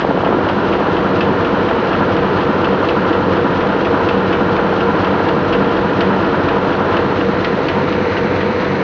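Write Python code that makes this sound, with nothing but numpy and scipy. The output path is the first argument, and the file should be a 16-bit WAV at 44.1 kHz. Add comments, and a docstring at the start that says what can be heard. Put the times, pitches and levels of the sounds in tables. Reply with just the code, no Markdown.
"""A large printing press runs steadily, about four turns a second, heard close to its frame and gears.
Each turn brings rumble and gear chatter from repeating random roughness, knocks from damped sines,
a swish of filtered noise for the paper, and a metal clack of noise bursts, on many turns with a ring.
Gears and a motor hum as sums of sines; at first something loose rattles in taps that fall in pitch.
Near the end the microphone lifts away from the gears toward the paper path, and thin whines swell."""
import sys
import numpy as np
from scipy import signal
from scipy.fft import rfft, irfft
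from scipy.io import wavfile
from scipy.ndimage import uniform_filter1d, map_coordinates

SR = 44100
rng = np.random.default_rng(int(sys.argv[2]) if len(sys.argv) > 2 else 0)


def wav_out(sig):
    """Save sig, one row per channel (or a flat mono array), as 16-bit PCM at SR to the path in sys.argv[1]."""
    wavfile.write(sys.argv[1], SR, np.round(np.clip(np.atleast_2d(sig).T, -1, 1) * 32767).astype(np.int16))


N = 389400

TURN_HZ = 4.1671  # turns of the main shaft per second
# clacks with their own time and strength, light or hard:
# (time [s], clack level [dB], tick level [dB], centre of the ring [Hz])
LISTED_CLACKS = [(.005, -24, -27.5, 2900), (.247, -28.5, -33, 2900), (.486, -22, -30.5, 2950),
                 (.966, -26, -25, 2800), (1.206, -20, -29, 2650), (1.928, -24, -28, 2900),
                 (2.644, -23, -21, 2710), (2.886, -21.5, -19, 2650), (3.127, -25.5, -23.5, 3000),
                 (3.847, -25, -31, 2710), (4.087, -21, -25.5, 2500), (4.326, -22, -23.5, 2800),
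                 (4.565, -29, -18.5, 3400), (5.045, -24.5, -21.5, 3010), (5.286, -26, -21.5, 3400),
                 (5.526, -21, -22, 2720), (6.006, -19, -16, 1650), (6.486, -26.5, -17.5, 3430),
                 (6.966, -23, -23, 2700), (7.4455, -21.5, -13, 1950), (7.6843, -21, -13.5, 2200),
                 (7.925, -25.5, -19.5, 3000), (8.167, -23.5, -30, 2000), (8.406, -23.5, -26.5, 1950)]


def undb(db):
    """Decibels are logarithmic: 20 dB is a factor of ten in amplitude."""
    return 10 ** (np.asarray(db) / 20)


def unit(x):
    """Normalize the mean power: scale to rms 1."""
    return x / np.sqrt(np.mean(x ** 2))


def clock():
    """Uniform sampling: the time of every sample in seconds."""
    return np.arange(N) / SR


def curves(rows):
    """Linear interpolation in time of each column of a table."""
    times, *columns = np.transpose(rows)
    return [np.interp(clock(), times, column) for column in columns]


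def swells(rows):
    """Superposed Gaussian swells in dB, from rows of (time [s], half width [s], level [dB])."""
    return sum(db * np.exp(-((clock() - at) / width) ** 2) for at, width, db in rows)


def walk(rate):
    """Low-pass random fluctuation of rms 1: values held for 1 / rate seconds, smoothed twice."""
    hold = int(SR / rate)
    steps = np.repeat(rng.standard_normal(N // hold + 1), hold)
    smooth = uniform_filter1d(uniform_filter1d(steps, hold), hold)
    return unit(smooth[:N])


def colour(x, points):
    """Linear filtering: weight the spectrum of x by (frequency [Hz], level [dB]) points, to rms 1."""
    hz, db = np.transpose(points)
    f = np.maximum(np.fft.rfftfreq(N, 1 / SR), 1)
    gain = undb(np.interp(np.log(f), np.log(hz), db))
    bass_fall = np.minimum(f / hz[0], 1)  # below the first point
    return unit(irfft(rfft(x) * gain * bass_fall, N))


def heard(levels_db, lift):
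    """Distance changes the balance: gain of a part at the microphone's height."""
    beside_db, change_db = levels_db
    return undb(beside_db + change_db * lift)


def surface(turns, count):
    """Periodic excitation: a wheel's random roughness comes round again every count turns."""
    size = int(count * SR / TURN_HZ)
    phases = 2 * np.pi * rng.random(size // 2 + 1)
    profile = unit(irfft(np.exp(1j * phases), size))
    return map_coordinates(profile, [turns / count % 1 * size], order=3, mode="grid-wrap")


def rolling(turns, half_speed_db, loose_db):
    """Rolling noise: shaft and half-speed cylinders repeat their roughness; bearing play never does."""
    shaft = surface(turns, count=1)
    cylinders = undb(half_speed_db) * surface(turns, count=2)
    play = undb(loose_db) * rng.standard_normal(N)
    return shaft + cylinders + play


def frame(turns, lift, surge_db, panel_db):
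    """Forced vibration: rolling cylinders shake the heavy frame, and a panel booms as the load surges."""
    # relative spectra: (frequency [Hz], level [dB per Hz])
    frame_spectrum, panel_spectrum = [(25, -36), (41, -30), (47, -10), (63, -19), (84, -6.5), (118, -9.5),
                                      (145, -1), (200, 2), (240, -1.5), (320, 1), (430, -1.5), (560, -6.5),
                                      (800, -14), (6000, -80)], [(180, -42), (255, -3.5), (320, -0.5), (385, -2.5),
                                                     (520, -21.5), (2000, -79.5)]
    # booms of the panel: (time [s], half width [s], extra level [dB])
    booms = [(.10, .025, 4.5), (.37, 0.039, 10), (.62, .03, 5), (1.15, 0.043, 7), (1.3, .035, 6),
             (3.1, 0.049, 9)]
    shake = rolling(turns, half_speed_db=-6.5, loose_db=-1.0)
    panel = colour(rolling(turns, half_speed_db=-3.0, loose_db=-2.5), panel_spectrum)
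    boom_db = panel_db + swells(booms) + surge_db * walk(12)
    return colour(shake, frame_spectrum) + (1 - lift) * undb(boom_db) * panel


def gears(turns, tooth_depth, flutter_db):
    """Amplitude modulation: gear chatter pulses as teeth and chain links engage."""
    # relative spectrum: (frequency [Hz], level [dB per Hz])
    gear_spectrum = [(300, -19.5), (480, -3.5), (620, -1.5), (760, -2.5), (920, 0.5), (1080, -3),
                     (1380, -2.5), (1650, -7.5), (1850, -11), (2150, -19), (3000, -20), (7500, -71)]
    engagements = (7, 12, 14, 38)  # per turn
    teeth = sum(np.cos(2 * np.pi * (k * turns + rng.random())) for k in engagements)
    chatter = rolling(turns, half_speed_db=-3.5, loose_db=1.5) * (1 + tooth_depth * teeth)
    return colour(chatter * undb(flutter_db * walk(60)), gear_spectrum)


def paper(turns, lift, swish_s, swish_width_s, swish_db, grain_db):
    """Friction noise: paper hisses over rollers with a fine patter and a swish per turn, open from above."""
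    # relative spectra: (frequency [Hz], level [dB per Hz])
    beside_spectrum, above_spectrum = [(500, -11), (1000, -2), (1900, -4), (2250, -5), (2800, -1.5),
                                       (3200, -3), (3700, -8), (4100, -7), (4700, -14), (5500, -19),
                                       (6400, -26.5), (7000, -33), (7600, -41.5)], [(500, -4), (1000, -4), (1900, 6.5), (2600, -1),
                                                      (3200, -8.5), (3700, -8.5), (4100, -5), (4700, -15),
                                                      (5500, -20.5), (6400, -25.5), (7000, -33.5),
                                                      (7600, -49)]
    since = turns % 1 / TURN_HZ
    swish = swish_db * np.exp(-((since - swish_s) / swish_width_s) ** 2)
    patter = grain_db * walk(250)
    rub = rolling(turns, half_speed_db=-3.0, loose_db=6.0) * undb(swish + patter)
    return (1 - lift) * colour(rub, beside_spectrum) + lift * colour(rub, above_spectrum)


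def tones(turns, lift, mesh_waver_db, mesh_jitter_rad, motor_waver_db, slip_rad):
    """Phase locking: mesh tones follow the turn, while motor, pump and drive tones slip with the load."""
    # gear mesh and shaft tones: (order [cycles per turn])
    mesh_orders = [12, 20, 26, 34, 46, 57, 74, 77, 85, 86, 96, 144, 160, 242, 330, 440, 550, 660]
    # their strength: (relative rms level beside the gears [dB], change above the paper path [dB])
    mesh_levels = [(-40.5, -4.5), (-44, -0.5), (-41, -2.5), (-37.5, 4.5), (-36, -3.5), (-39, -2.5),
                   (-34.5, -5), (-36.5, -6), (-37, -4), (-36.5, -3.5), (-43, 4.5), (-41, -8.5), (-39.5, -2),
                   (-42, -11), (-34, -10), (-46, -5.5), (-49, 3), (-56, -2.5)]
    # free tones: (frequency [Hz], relative rms level beside the gears [dB], change above [dB])
    motor_tones = [(94.8, -35, 1), (189.7, -30, 1), (202, -38, -1), (285, -31.5, -6), (529.4, -35, -3),
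                   (999, -34.5, -12.5), (2880, -59, 2)]
    out = np.zeros(N)
    for k, (db, change_db) in zip(mesh_orders, mesh_levels):
        backlash = mesh_jitter_rad * walk(24)  # play between the teeth roughens each tone
        level_db = db + lift * change_db + mesh_waver_db * walk(16)
        out += undb(level_db) * np.sin(2 * np.pi * (k * turns + rng.random()) + backlash)
    for hz, db, change_db in motor_tones:
        slip = slip_rad * walk(5)
        level_db = db + lift * change_db + motor_waver_db * walk(9)
        out += undb(level_db) * np.sin(2 * np.pi * (hz * clock() + rng.random()) + slip)
    return np.sqrt(2) * out  # rms to peak


def drone(turns, lift):
    """Load modulation: swings of load in each turn put sidebands, here separate sines, by the mesh tones."""
    # two mesh tones of the main gears and their sidebands: (order [cycles per turn])
    drone_orders = [110, 112, 113, 114, 120]
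    # their strength: (relative rms level beside the gears [dB], change above the paper path [dB])
    drone_levels = [(-37.5, 0), (-28.3, 1.5), (-32, 0), (-34.5, -1), (-29.3, 3.5)]
    # level of the whole drone: (time [s], level [dB])
    drone_swell = [(.25, -6), (.7, -2), (1.3, 0.5), (2.6, -1), (3.05, 2), (4.3, 2), (5.0, -0.5), (5.6, 2),
                   (6.3, -1.5), (7.2, 1.5), (8.6, 0)]
    waver_db, backlash_rad = 2.1, .45
    out = np.zeros(N)
    for k, (db, change_db) in zip(drone_orders, drone_levels):
        level_db = db + lift * change_db + waver_db * walk(16)
        backlash = backlash_rad * walk(24)
        out += undb(level_db) * np.sin(2 * np.pi * (k * turns + rng.random()) + backlash)
    return np.sqrt(2) * undb(curves(drone_swell)[0]) * out


def clacks(rise_s, crack_s, tick_s, bounce_s, bounce_db, tail_s, tail_db):
    """Impact of steel: a bright tick, a crack of dense modes as noise, a rebound and a housing tail."""
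    # relative spectra of the crack and of first contact: (frequency [Hz], level [dB per Hz])
    crack_spectrum, tick_spectrum = [(500, -15.5), (1100, -2), (1700, 4.5), (2100, -2.5), (2800, 2.5),
                                     (3500, -5), (4100, -14.5), (4900, -15), (6000, -28.5), (7600, -49.5)], [(1600, -19), (2200, 2.5), (3500, 0), (4800, -10),
                                                    (6300, -30), (7600, -54)]
    usual_at_s, jitter_s = .0058, 0.00049  # place in the turn and its spread
    usual_db, scatter_db = -26, 1.4
    usual_tick_db, tick_scatter_db = -28, 2
    body, edge = np.zeros((2, N))
    listed = {int(at * TURN_HZ): (at, db, tick_db) for at, db, tick_db, _ in LISTED_CLACKS}
    for turn in range(int(N / SR * TURN_HZ) + 1):
        late, strength, sharpness = rng.standard_normal(3)
        usual = (turn / TURN_HZ + usual_at_s + jitter_s * late,
                 usual_db + scatter_db * strength,
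                 usual_tick_db + tick_scatter_db * sharpness)
        at, db, tick_db = listed.get(turn, usual)
        start = max(int(at * SR), 0)
        age = np.arange(min(SR // 5, N - start)) / SR
        span = slice(start, start + len(age))
        attack = 1 - np.exp(-age / rise_s)
        rebound = age - bounce_s * rng.uniform(0.87, 1.0)
        second_blow = undb(bounce_db) * (rebound > 0) * np.exp(-abs(rebound) / crack_s)
        tail = undb(tail_db) * np.exp(-age / tail_s)
        body[span] += undb(db) * attack * (np.exp(-age / crack_s) + second_blow + tail)
        edge[span] += undb(tick_db) * attack * np.exp(-age / tick_s)
    out = np.zeros(N)
    for envelope, spectrum in ((body, crack_spectrum), (edge, tick_spectrum)):
        rms = np.sqrt(np.mean(envelope ** 2))
        out += rms * colour(envelope * rng.standard_normal(N), spectrum)
    return out


def steel_ring(ring_db, focus_octaves, detune, rise_s):
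    """Modal excitation: each listed clack, light or hard, rings the steel; its contact point favours modes."""
    # modes of the struck steel: (frequency [Hz], relative level [dB], 60 dB decay time [s])
    steel_modes = [(1620, 0, .08), (1934, 0, .14), (2140, -3, 0.054), (2640, 0.5, 0.083), (2990, -4, 0.083),
                   (3380, -4.5, 0.046), (4180, -5.5, .1)]
    out = np.zeros(N)
    hz, mode_db, t60 = np.transpose(steel_modes)[:, :, None]
    age = np.arange(SR // 5) / SR
    for at, db, _, centre_hz in LISTED_CLACKS:
        share = undb(mode_db) / (1 + (np.log2(hz / centre_hz) / focus_octaves) ** 2)
        pitch = hz * (1 + detune * rng.standard_normal(hz.shape))
        decay = np.exp(-np.log(1000) * age / t60)
        modes = share * decay * np.sin(2 * np.pi * (pitch * age + rng.random(hz.shape)))
        attack = 1 - np.exp(-age / rise_s)
        start = int(at * SR)
        out[start:start + len(age)] += undb(db + ring_db) * attack * modes.sum(axis=0)
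    return out


def knocks(turns, scatter_db):
    """Damped free vibration: dull cam and lever blows in the frame vary in strength from turn to turn."""
    # blows at fixed places of each turn:
    # (time into the turn [s], pitch [Hz], swell time [s], relative envelope peak [dB])
    blows_per_turn = [(.020, 380, .0015, -16), (.050, 120, .005, -25), (.087, 400, .004, -13),
                      (.094, 205, .004, -18.5), (.121, 390, .003, -17), (.148, 440, .002, -17),
                      (.1645, 370, .0015, -12), (.200, 240, .002, -17), (.2155, 430, .0012, -7)]
    out = np.zeros(N)
    for at, hz, swell, db in blows_per_turn:
        turn, part = np.divmod(turns - at * TURN_HZ + 1, 1)
        age = part / TURN_HZ
        peak_db = db + scatter_db * rng.standard_normal(int(turn.max()) + 1)
        force = undb(peak_db)[turn.astype(int)]
        envelope = age / swell * np.exp(1 - age / swell)
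        out += force * envelope * np.sin(2 * np.pi * hz * age)
    return out


def rattle(end_hz, fall_s, swell_s):
    """Dispersion: faster high bending waves of a panel arrive first, so each loose tap falls in pitch."""
    # uneven taps until the loose part settles: (time [s], envelope peak [dB], starting pitch [Hz])
    loose_taps = [(.047, -4.5, 1300), (.087, -9.5, 550), (.110, -5.5, 1000), (.146, -8, 700),
                  (.174, -6.5, 1150), (.235, -6.5, 1150), (.263, -5.5, 1000), (.288, -6.5, 1050),
                  (.305, -6, 450), (.326, -4.5, 1100), (.347, -7, 650), (.368, -5, 450), (.386, -7.5, 900),
                  (.410, -6, 1000), (.468, -6.5, 1050), (.497, -6.5, 1350), (.712, -8, 900)]
    out = np.zeros(N)
    age = np.arange(SR // 30) / SR
    envelope = age / swell_s * np.exp(1 - age / swell_s)
    for at, db, start_hz in loose_taps:
        cycles = end_hz * age + (start_hz - end_hz) * fall_s * (1 - np.exp(-age / fall_s))
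        start = int(at * SR)
        tap = envelope * np.sin(2 * np.pi * (cycles + rng.random()))
        out[start:start + len(age)] += undb(db) * tap
    return out


def thumps(hz, swell_s, usual_db, scatter_db):
    """Damped low-frequency impact: the cylinders bump softly once a turn."""
    # bumps with their own level: (time [s], envelope peak [dB])
    set_thumps = [(.19, -21), (.43, -20.5), (1.15, -22), (2.11, -19), (3.07, -20), (3.31, -22), (4.99, -20),
                  (5.95, -20), (6.19, -22), (7.15, -23), (7.87, -20), (8.11, -22)]
    thump_at_s = .188  # place in the turn
    turn, part = np.divmod(clock() * TURN_HZ - thump_at_s * TURN_HZ + 1, 1)
    db = usual_db + scatter_db * rng.standard_normal(int(turn.max()) + 1)
    for at, peak_db in set_thumps:
        db[round((at - thump_at_s) * TURN_HZ) + 1] = peak_db
    age = part / TURN_HZ
    envelope = age / swell_s * np.exp(1 - age / swell_s)
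    return undb(db[turn.astype(int)]) * envelope * np.sin(2 * np.pi * hz * age)


def whines(low_slip_rad, high_slip_rad):
    """Frequency modulation: two paper path drives sing with wandering phase, faint until they swell late."""
    # the lower whine bends in pitch: (time [s], frequency [Hz], rms level [dB])
    low_whine = [(7.66, 932, -46), (7.73, 926, -29), (7.8, 919, -29), (7.86, 917, -42), (8.0, 921, -32),
                 (8.12, 917, -35), (8.2, 923, -32), (8.37, 918, -34), (8.5, 921, -28.5), (8.57, 915, -31),
                 (8.65, 917, -43)]
    # a thin, high drive whistle: (time [s], rms level [dB])
    high_whine = [(7.2, -71), (7.88, -64.5), (8.0, -59.5), (8.22, -58.5), (8.48, -65), (8.75, -59)]
    high_hz = 6002
    low_hz, low_db = curves(low_whine)
    low_phase = 2 * np.pi * np.cumsum(low_hz) / SR + low_slip_rad * walk(10)
    high_phase = 2 * np.pi * high_hz * clock() + high_slip_rad * walk(30)
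    low = undb(low_db) * np.sin(low_phase)
    high = undb(curves(high_whine)[0]) * np.sin(high_phase)
    return np.sqrt(2) * (low + high)


def scene():
    """Superposition: one shaft angle times most parts, and the microphone's height sets their balance."""
    # height of the microphone: (time [s], height [0 beside the gears - 1 above the paper path])
    lift_path = [(6.95, 0.23), (7.13, 0.65), (7.7, 0.76), (8.05, 0.97)]
    # the din starts a little weaker:
    # (time [s], hum level [dB], chatter and hiss level [dB], rumble and knocks level [dB])
    opening = [(.36, -2.5, -2, -1), (.47, -2, -1.5, -0.5), (.7, 0, 0, 0)]
    # harder knocks, and surges of rough gear clatter: (time [s], half width [s], extra level [dB])
    hard_knocks, clatter_surges = [(2.617, .01, 4), (3.817, 0.0089, 6), (4.297, .01, 2), (6.092, .01, 4)], [(6.765, 0.022, 2.5), (6.96, .035, 1.5),
                                                        (7.213, .016, 3), (8.17, .015, 2)]
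    # base gain of each part: (level beside the gears [dB], change above the paper path [dB])
    frame_level, gear_level, paper_level = (-18, -1.6), (-18, -5.5), (-33.5, 6)
    knock_level, hum_level = (-2, -1.5), (0, -0.5)

    turns = TURN_HZ * (clock() + .00008 * walk(1.497))  # the speed is very nearly constant
    lift = np.clip(curves(lift_path)[0], 0, 1)
    hum_db, din_db, body_db = curves(opening)

    # the load on the frame throbs
    throbs_per_turn, throb_at_s, throb_depth_db = 4, 0.035, 1.2
    throb_db = throb_depth_db * np.cos(2 * np.pi * throbs_per_turn * (turns - throb_at_s * TURN_HZ))
    rumble = heard(frame_level, lift) * undb(throb_db) * frame(turns, lift, surge_db=1.0, panel_db=-8.5)

    clatter_db = swells(clatter_surges) * (1 + 0.59 * walk(180))  # roughened surges
    chatter = gears(turns, tooth_depth=0.07, flutter_db=1.0)
    chatter *= heard(gear_level, lift) * undb(clatter_db)
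    hiss = heard(paper_level, lift) * paper(turns, lift, swish_s=.208, swish_width_s=0.018,
                                            swish_db=3.0, grain_db=0.8)
    hum = heard(hum_level, lift) * tones(turns, lift ** 2, mesh_waver_db=2.5, mesh_jitter_rad=0.45,
                                         motor_waver_db=2.0, slip_rad=.6)
    song = drone(turns, lift ** 2)
    clack = clacks(rise_s=0.0009, crack_s=0.0042, tick_s=0.0034, bounce_s=0.009, bounce_db=-8.0,
                   tail_s=0.036, tail_db=-4.0)
    ring = steel_ring(ring_db=0.5, focus_octaves=.2, detune=0.012, rise_s=.0014)
    blows = heard(knock_level, lift) * undb(swells(hard_knocks)) * knocks(turns, scatter_db=1.0)
    taps = rattle(end_hz=220, fall_s=0.0028, swell_s=0.0019)
    bumps = thumps(hz=98, swell_s=.011, usual_db=-27, scatter_db=2.0)
    whine = whines(low_slip_rad=.3, high_slip_rad=.5)

    body = undb(body_db) * (rumble + blows + bumps)
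    din = undb(din_db) * (chatter + hiss)
    mix = body + din + undb(hum_db) * hum + song + whine + clack + ring + taps
    return mix[None]


def record(dry):
    """Band limiting and soft saturation: cut the deepest bass, round the highest peaks, cut the treble."""
    ceiling, bass_hz, top_hz = .8, 30, 7400
    thin = signal.sosfilt(signal.butter(2, bass_hz, "high", fs=SR, output="sos"), dry)
    rounded = thin / (1 + (thin / ceiling) ** 6) ** (1 / 6)
    return signal.sosfilt(signal.butter(10, top_hz, fs=SR, output="sos"), rounded)


dry = scene()
out = record(dry)
wav_out(out)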